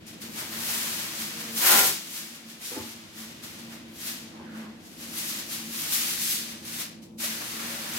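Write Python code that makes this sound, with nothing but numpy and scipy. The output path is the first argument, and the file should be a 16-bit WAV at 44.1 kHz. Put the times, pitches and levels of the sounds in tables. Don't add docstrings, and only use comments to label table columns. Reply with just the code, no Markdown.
import sys
import numpy as np
from scipy import signal
from scipy.fft import rfft, irfft
from scipy.io import wavfile

SR = 44100
rng = np.random.default_rng(int(sys.argv[2]) if len(sys.argv) > 2 else 0)


def wav_out(sig):
    wavfile.write(sys.argv[1], SR, np.round(np.clip(np.atleast_2d(sig).T, -1, 1) * 32767).astype(np.int16))


def volts(x):
    e = np.asarray(x, float) / 20
    return 10 ** e


N = 351918
T = np.arange(N) / SR
HZ = np.fft.rfftfreq(N, 1 / SR) + 1e-3
TOP_HZ = 15830


def unit(x):
    return x / np.sqrt(np.mean(x ** 2))


def on_log(table):
    f, value = np.array(table).T
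    return np.interp(np.log(HZ), np.log(f), value)


def curves(table):
    s, *columns = np.transpose(table)
    return [np.interp(T, s, c) for c in columns]


def peak(hz, width_hz):
    return 1 / (1 + 1j * (HZ ** 2 - hz ** 2) / (HZ * width_hz))


def band(lo_hz, hi_hz, order=3):
    low_cut = 1 + (lo_hz / HZ) ** (2 * order)
    high_cut = 1 + (HZ / hi_hz) ** (2 * order)
    return 1 / (low_cut * high_cut)


def tone(hz, wander_hz, t=T):
    steps = rng.standard_normal(400)
    drift = np.interp(t, np.linspace(0, N / SR, 400), steps)
    phase = 2 * np.pi * (hz * t + wander_hz * np.cumsum(drift) / SR) + 2 * steps[0]
    apart = steps[1] * min(hz / 900, 1.5) * np.array([[.5], [-.5]])
    return np.sqrt(2) * np.sin(phase + apart)


def swell(s, length):
    return np.cos(np.pi * np.clip((T - s) / length, -.5, .5)) ** 2


# f/Hz, likeness/0-1
PORT_LIKENESS = [(25, 0.6), (60, 0.5), (130, 0.99), (290, 0.8), (640, 0.29), (1400, 0)]


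def port_likeness():
    return np.clip(on_log(PORT_LIKENESS), 0, 1)


def stereo_noise():
    like = port_likeness()
    mid, side = rfft(rng.standard_normal((2, N)))
    return np.sqrt(1 + like) * mid + np.sqrt(1 - like) * side * np.array([[1], [-1]])


def hiss():
    return volts(-76) * rfft(rng.standard_normal((2, N))) * band(20, 13000, order=2)


def flutter():
    rate_hz, depth_db = 21.92, 2.5
    steps = rng.standard_normal(400)
    return volts(depth_db * np.interp(T * rate_hz, np.arange(400), steps))


# t/s, length/s, level/dB
PANEL_THROBS = [(0.102, 0.067, -51.1), (0.297, 0.39, -51.5), (0.56, 0.43, -48.5), (0.83, 0.83, -51.5),
                (1.22, 0.18, -44.4), (1.46, 0.61, -46), (1.766, 0.085, -40), (2.26, 0.21, -51.0),
                (2.505, 0.32, -52), (2.874, 0.42, -48.5), (3.23, 0.3, -46), (3.44, 0.08, -49.5),
                (3.675, 0.29, -45), (3.876, 0.19, -48.5), (4.08, 0.24, -47.5), (4.25, 0.14, -50),
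                (4.387, 0.14, -46), (4.617, 0.63, -42.5), (5.084, 0.21, -47), (5.237, 0.086, -49),
                (5.37, 0.14, -48.1), (5.633, 0.51, -47), (6.015, 0.19, -49), (6.23, 0.14, -48.5),
                (6.459, 0.46, -49.2), (6.75, 0.33, -47), (7.0, 0.36, -49.5), (7.245, 0.38, -45),
                (7.69, 0.76, -46), (7.966, 0.1, -44)]


def panel():
    throb = sum(volts(db) * swell(s, length) for s, length, db in PANEL_THROBS)
    return volts(1.0) * throb * tone(225.2, 7.95) * flutter()


# t/s, air level/dB, rumble minus air/dB
FRIDGE_LEVEL = [(0, -55, -4), (.3, -51, -6.5), (1.6, -51.5, -5.5), (1.9, -48.5, -4.5), (2.0, -55.5, -11),
                (2.65, -58.5, -6), (2.95, -57, -3), (3.5, -53.5, -4), (4.2, -53.5, -7), (4.45, -50, -8),
                (4.9, -54.5, -5.5), (5.1, -51.5, -8), (6.5, -52, -6.5), (7.0, -53.5, -7), (7.98, -50.5, -4)]
# f/Hz, wander/Hz, level over air/dB
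MOTOR_LINES = [
    (163.5, 1.26, -6.5),
    (333.3, 1.94, -5),
    (318, 7.66, -7),
]
# f/Hz, level/dB per Hz
AIR_COLOUR = [(25, -36), (45, -38.5), (62, -23), (100, -15.5), (170, -6), (222, 0), (325, -9), (390, -13.5),
              (540, -14), (900, -21.5)]


def fridge():
    level, rumble = curves(FRIDGE_LEVEL)
    colour = volts(on_log(AIR_COLOUR))
    upper = volts(3.0) * unit(irfft(stereo_noise() * colour * band(140, 1100), N))
    lower = unit(irfft(stereo_noise() * colour * band(10, 127.4), N))
    lower = lower * volts(np.array([[1.2], [-.9]]))
    lines = sum(volts(db) * tone(f, w) for f, w, db in MOTOR_LINES)
    return volts(level) * (upper + volts(rumble) * lower + lines) + panel()


# t/s, length/s, f/Hz, width/Hz, level/dB
DISH_THUDS = [(2.805, .16, 90, 50, -52), (1.715, .06, 1450, 200, -32), (1.66, .1, 1720, 120, -36),
              (4.42, .3, 850, 700, -50), (4.53, .36, 1450, 600, -51), (4.66, .18, 1050, 500, -53),
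              (7.25, .08, 575, 90, -48), (1.68, .12, 1300, 700, -33), (4.42, .2, 550, 120, -56),
              (1.8, .3, 550, 400, -36), (1.73, .1, 750, 400, -35), (1.64, .08, 500, 400, -44),
              (.26, .12, 400, 200, -54), (2.79, .14, 1100, 900, -50)]


def thuds():
    noise = stereo_noise()
    out = np.zeros((2, N))
    for s, length, f, w, db in DISH_THUDS:
        rub = unit(irfft(noise * peak(f, w) ** 2, N))
        out += volts(db) * swell(s, length) * rub
    return out


# f/Hz, wander/Hz, level/dB
DISH_MODES = [(367.6, 58, -37), (398, 13, -54), (530, 19, -47), (594, 19, -57), (777, 25, -32.5),
              (866, 31, -38), (1030, 29.2, -34.5), (1410, 51, -43), (1400, 29, -29.5), (1690, 15, -42),
              (2000, 21, -43), (2010, 15, -31)]
# t/s, length/s, f/Hz, wander/Hz, level/dB
DISH_RINGS = [
    (2.4, 0.11, 260, 13, -56),
    (1.43, 0.46, 474, 4.1, -54.5),
    (1.536, 0.28, 458, 5, -51),
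    (4.43, 0.099, 360, 21, -50),
    (3.8, 0.1255, 290, 16, -53),
    (1.76, 0.14, 220, 33, -46),
    (1.9, 0.12, 350, 35, -43),
    (7.78, .4, 575, 28.3, -51.5),
]


def dish():
    press_s, length_s, share_db = 1.77, .38, -3
    press = [(press_s, length_s, f, w, db + share_db) for f, w, db in DISH_MODES]
    out = thuds()
    for s, length, f, w, db in DISH_RINGS + press:
        now = np.abs(T - s) < length / 2
        out[:, now] += volts(db) * swell(s, length)[now] * tone(f, w, T[now])
    return out


# t/s, t60/s, level/dB
DISH_KNOCKS = [
    (2.715, 0.2, -42),
    (2.763, 0.32, -35.5),
]
# f/Hz, wander/Hz, level in first knock/dB, level in second knock/dB
KNOCK_MODES = [(265, 21, -1, 1), (311, 22, -15, 1), (404, 40, -8, -4), (506, 11, 3, -9.5),
               (644, 60, -19, -10.5), (840, 35, -14, -6.5)]


def knocks():
    attack_s = 0.0036
    out = np.zeros((2, N))
    for k, (s, t60, db) in enumerate(DISH_KNOCKS):
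        now = (T > s) & (T < s + 1)
        t = T[now] - s
        shape = (1 - np.exp(-t / attack_s)) * volts(db - 60 * t / t60)
        modes = sum(volts(m[2 + k]) * tone(m[0], m[1], T[now]) for m in KNOCK_MODES)
        out[:, now] += shape * modes
    return out


# t/s, lag of the right port/samples
HAND_LAG = [(0, 6), (5.4, 7), (6.1, 21), (8, 21)]


def creases():
    rate, spread_db, shiver_t60_s = 2200, 1.5, 0.2
    direct, tick_db = .12, -26
    chance = rng.random((3, N))
    clicks = (chance[0] < rate / SR) * volts(spread_db * np.log(chance[1] + 1e-9))
    energy = signal.fftconvolve(clicks ** 2, volts(-120 * T[:8192] / shiver_t60_s))[:N]
    shiver = unit(np.sqrt(np.abs(energy)) * rng.standard_normal((3, N)))
    ticks = unit(clicks * np.sign(chance[2] - .5))
    straight = np.sqrt(direct) * shiver[2] + volts(tick_db) * ticks
    lag = curves(HAND_LAG)[0].round()
    late = np.interp(np.arange(N) - lag, np.arange(N), straight)
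    return np.sqrt(1 - direct) * shiver[:2] + np.array([straight, late])


# t of peak/s, rise/s, fall/s, level/dB, weight/dB (how much
FOIL_PRESSES = [(0.08, 0.027, 0.24, -49.5, -0.5), (0.22, 0.035, 0.2, -43, -0.5), (0.393, 0.17, 0.26, -39, 2),
                (0.53, 0.034, 1.5, -46.5, 4.5), (0.705, 0.44, 1.14, -33, -1), (0.94, 0.58, 0.35, -39.5, -6),
                (1.037, 0.51, 0.28, -41.5, -0.8), (1.216, 0.34, 0.52, -38.5, -1), (1.41, 0.3, 0.42, -43, 1.5),
                (1.577, 0.073, 0.29, -30.5, -6), (1.625, 0.059, 0.27, -34, 2), (1.675, 0.14, 0.16, -22, 1),
                (1.72, 0.14, 0.2, -21.5, 1.5), (1.79, .2, 0.17, -24, 0), (1.865, 0.38, 0.23, -23.5, -8),
                (2.174, 0.42, 0.39, -39.5, -2), (2.353, 0.07, 0.2, -51, 0.5), (2.501, 0.11, 0.23, -49, -2.5),
            (2.62, .04, .3, -46.5, 0), (2.66, 0.11, 0.62, -39, -6.5), (2.72, 0.053, 0.4, -47.5, 4.5),
            (2.917, 0.3, 0.11, -48, -3.5), (3.189, 0.11, 0.46, -45.5, 0.5), (3.438, 0.04, 0.47, -46, 0.5),
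            (3.592, 0.064, 0.28, -52.5, 1), (3.73, 0.13, 0.21, -51.5, 4), (3.955, .03, .2, -56, -3),
            (4.015, 0.1, 0.1, -44, -1.5), (4.077, 0.19, 0.29, -36.5, -1.5), (4.575, 0.15, 0.35, -58, 8.5),
            (4.865, 0.15, 1.0, -53, -12),
                (5.005, 0.088, 0.98, -46.5, -0.5), (5.186, 0.13, 0.47, -34.5, -3), (5.29, 0.09, 0.3, -35.5, -5),
           (5.395, 0.45, 0.13, -41, -0.5), (5.526, 0.13, 0.3, -36, -2), (5.762, 0.28, 0.53, -38, -3),
           (5.818, 0.2, 0.4, -35.5, -1.5), (5.932, 0.095, 0.47, -27.5, -4), (6.119, 0.44, 0.29, -34, -2.5),
           (6.222, 0.1, 0.39, -33, -5.5), (6.32, 0.34, 0.29, -28.5, -6.5), (6.519, 0.27, 0.12, -46.5, 1.5),
           (6.68, 0.052, 0.2, -43, -1.5), (6.75, .2, .15, -41.5, -1.5), (6.81, 0.24, 0.16, -36, -1),
           (7.028, 0.023, 0.14, -54, -9), (7.203, 0.02, 1.4, -38, -0.5), (7.243, 0.05, 0.14, -32, -2.5),
           (7.278, .06, 0.13, -37, -0.5), (7.5, 0.29, 1.2, -44, 0), (7.7, 0.41, 1.4, -42, 3),
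           (7.971, 0.28, 1.0, -38.5, 1.5),
                (0.068, .015, .15, -49, -10),
    (7.188, 0.017, 0.26, -44, -8),
    (5.14, .03, 0.12, -44, 1),
    (6.655, .03, 0.152, -44.5, -3),
    (5.6, 0.041, .15, -54, 3),
    (7.42, .05, 0.093, -49.5, 7.5),
    (7.6, .1, .25, -48, 7),
]
# t/s, level/dB
LOOSE_RUSTLE = [(0, -56), (.4, -53.5), (1.5, -55), (2.0, -65), (2.6, -55.5), (3.9, -56), (4.25, -56.5),
                (4.4, -57.5), (4.75, -59.5), (5.2, -55), (6.6, -56), (6.88, -58), (6.99, -65), (7.09, -67),
                (7.17, -76), (7.3, -54), (8, -50)]


def presses(db, stretch, share, gain, rustle_db):
    medium_db, swing_db = -38, 30
    t = T[::64]
    events = np.array(FOIL_PRESSES)
    s, rise, fall, level, weight = events.T[:, :, None]
    before = (s - t) / np.maximum(rise, .01)
    after = (t - s) / np.maximum(fall * stretch, .01)
    away = np.where(t < s, before, after)
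    each = level + db + share * weight + gain * (level - medium_db) - swing_db * away
    power = np.interp(T, t, (volts(each) ** 2).sum(axis=0))
    return np.sqrt(power + volts(curves(LOOSE_RUSTLE)[0] + rustle_db) ** 2)


# f/Hz, level/dB per Hz
FOIL_COLOUR = [(180, -37.5), (300, -3), (326, -8), (366, -4), (501, -14), (562, -10.5), (757, -10.5),
               (1180, -6.5), (1940, -4), (5880, -3.5), (8600, -3.5), (12600, 0.5), (15600, -4)]
# f/Hz, left minus right/dB
PORT_BALANCE = [(60, 5), (110, 8), (200, -2), (380, 2), (700, 1), (1290, -0.5), (2380, 0.0), (4400, 2),
                (8120, 3), (15000, 1.5)]
LAYER_EDGES = [380, 800, 2000, 4000, 7000, 12500, 30000]
# level/dB, fall stretch/ratio, share of weight/ratio, gain/dB per dB of press, rustle/dB
FOIL_LAYERS = [
    (-18, 1.75, 2.6, -.05, -8.5),
    (-8, 1.48, 1.82, -0.0026, -5.5),
    (-4.5, 1.46, 0.51, -0.138, -1.5),
    (-2.92, 1.32, 0.17, -0.1161, -8.5),
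    (-1.9, 0.86, 0.11, 0, -13),
    (-6, 0.72, 0.52, 0.31, -29),
]


def foil():
    balance = np.array([[.5], [-.5]]) * on_log(PORT_BALANCE)
    sheet = rfft(creases()) * volts(on_log(FOIL_COLOUR) + balance)
    like = port_likeness()
    sheet = (1 - like) * sheet + like * sheet.mean(axis=0)
    out = np.zeros((2, N))
    for lo, hi, layer in zip(LAYER_EDGES, LAYER_EDGES[1:], FOIL_LAYERS):
        crackle = unit(irfft(sheet * band(lo, hi) * (HZ < TOP_HZ), N))
        out += crackle * presses(*layer)
    return out


def scene():
    return fridge() + dish() + knocks() + foil()


def top_cut(x):
    return signal.sosfilt(signal.butter(12, 16970, fs=SR, output="sos"), x)


def record(dry):
    mix = irfft((rfft(dry) + hiss()) * (HZ < TOP_HZ), N)
    return top_cut(mix)


dry = scene()
out = record(dry)
wav_out(out)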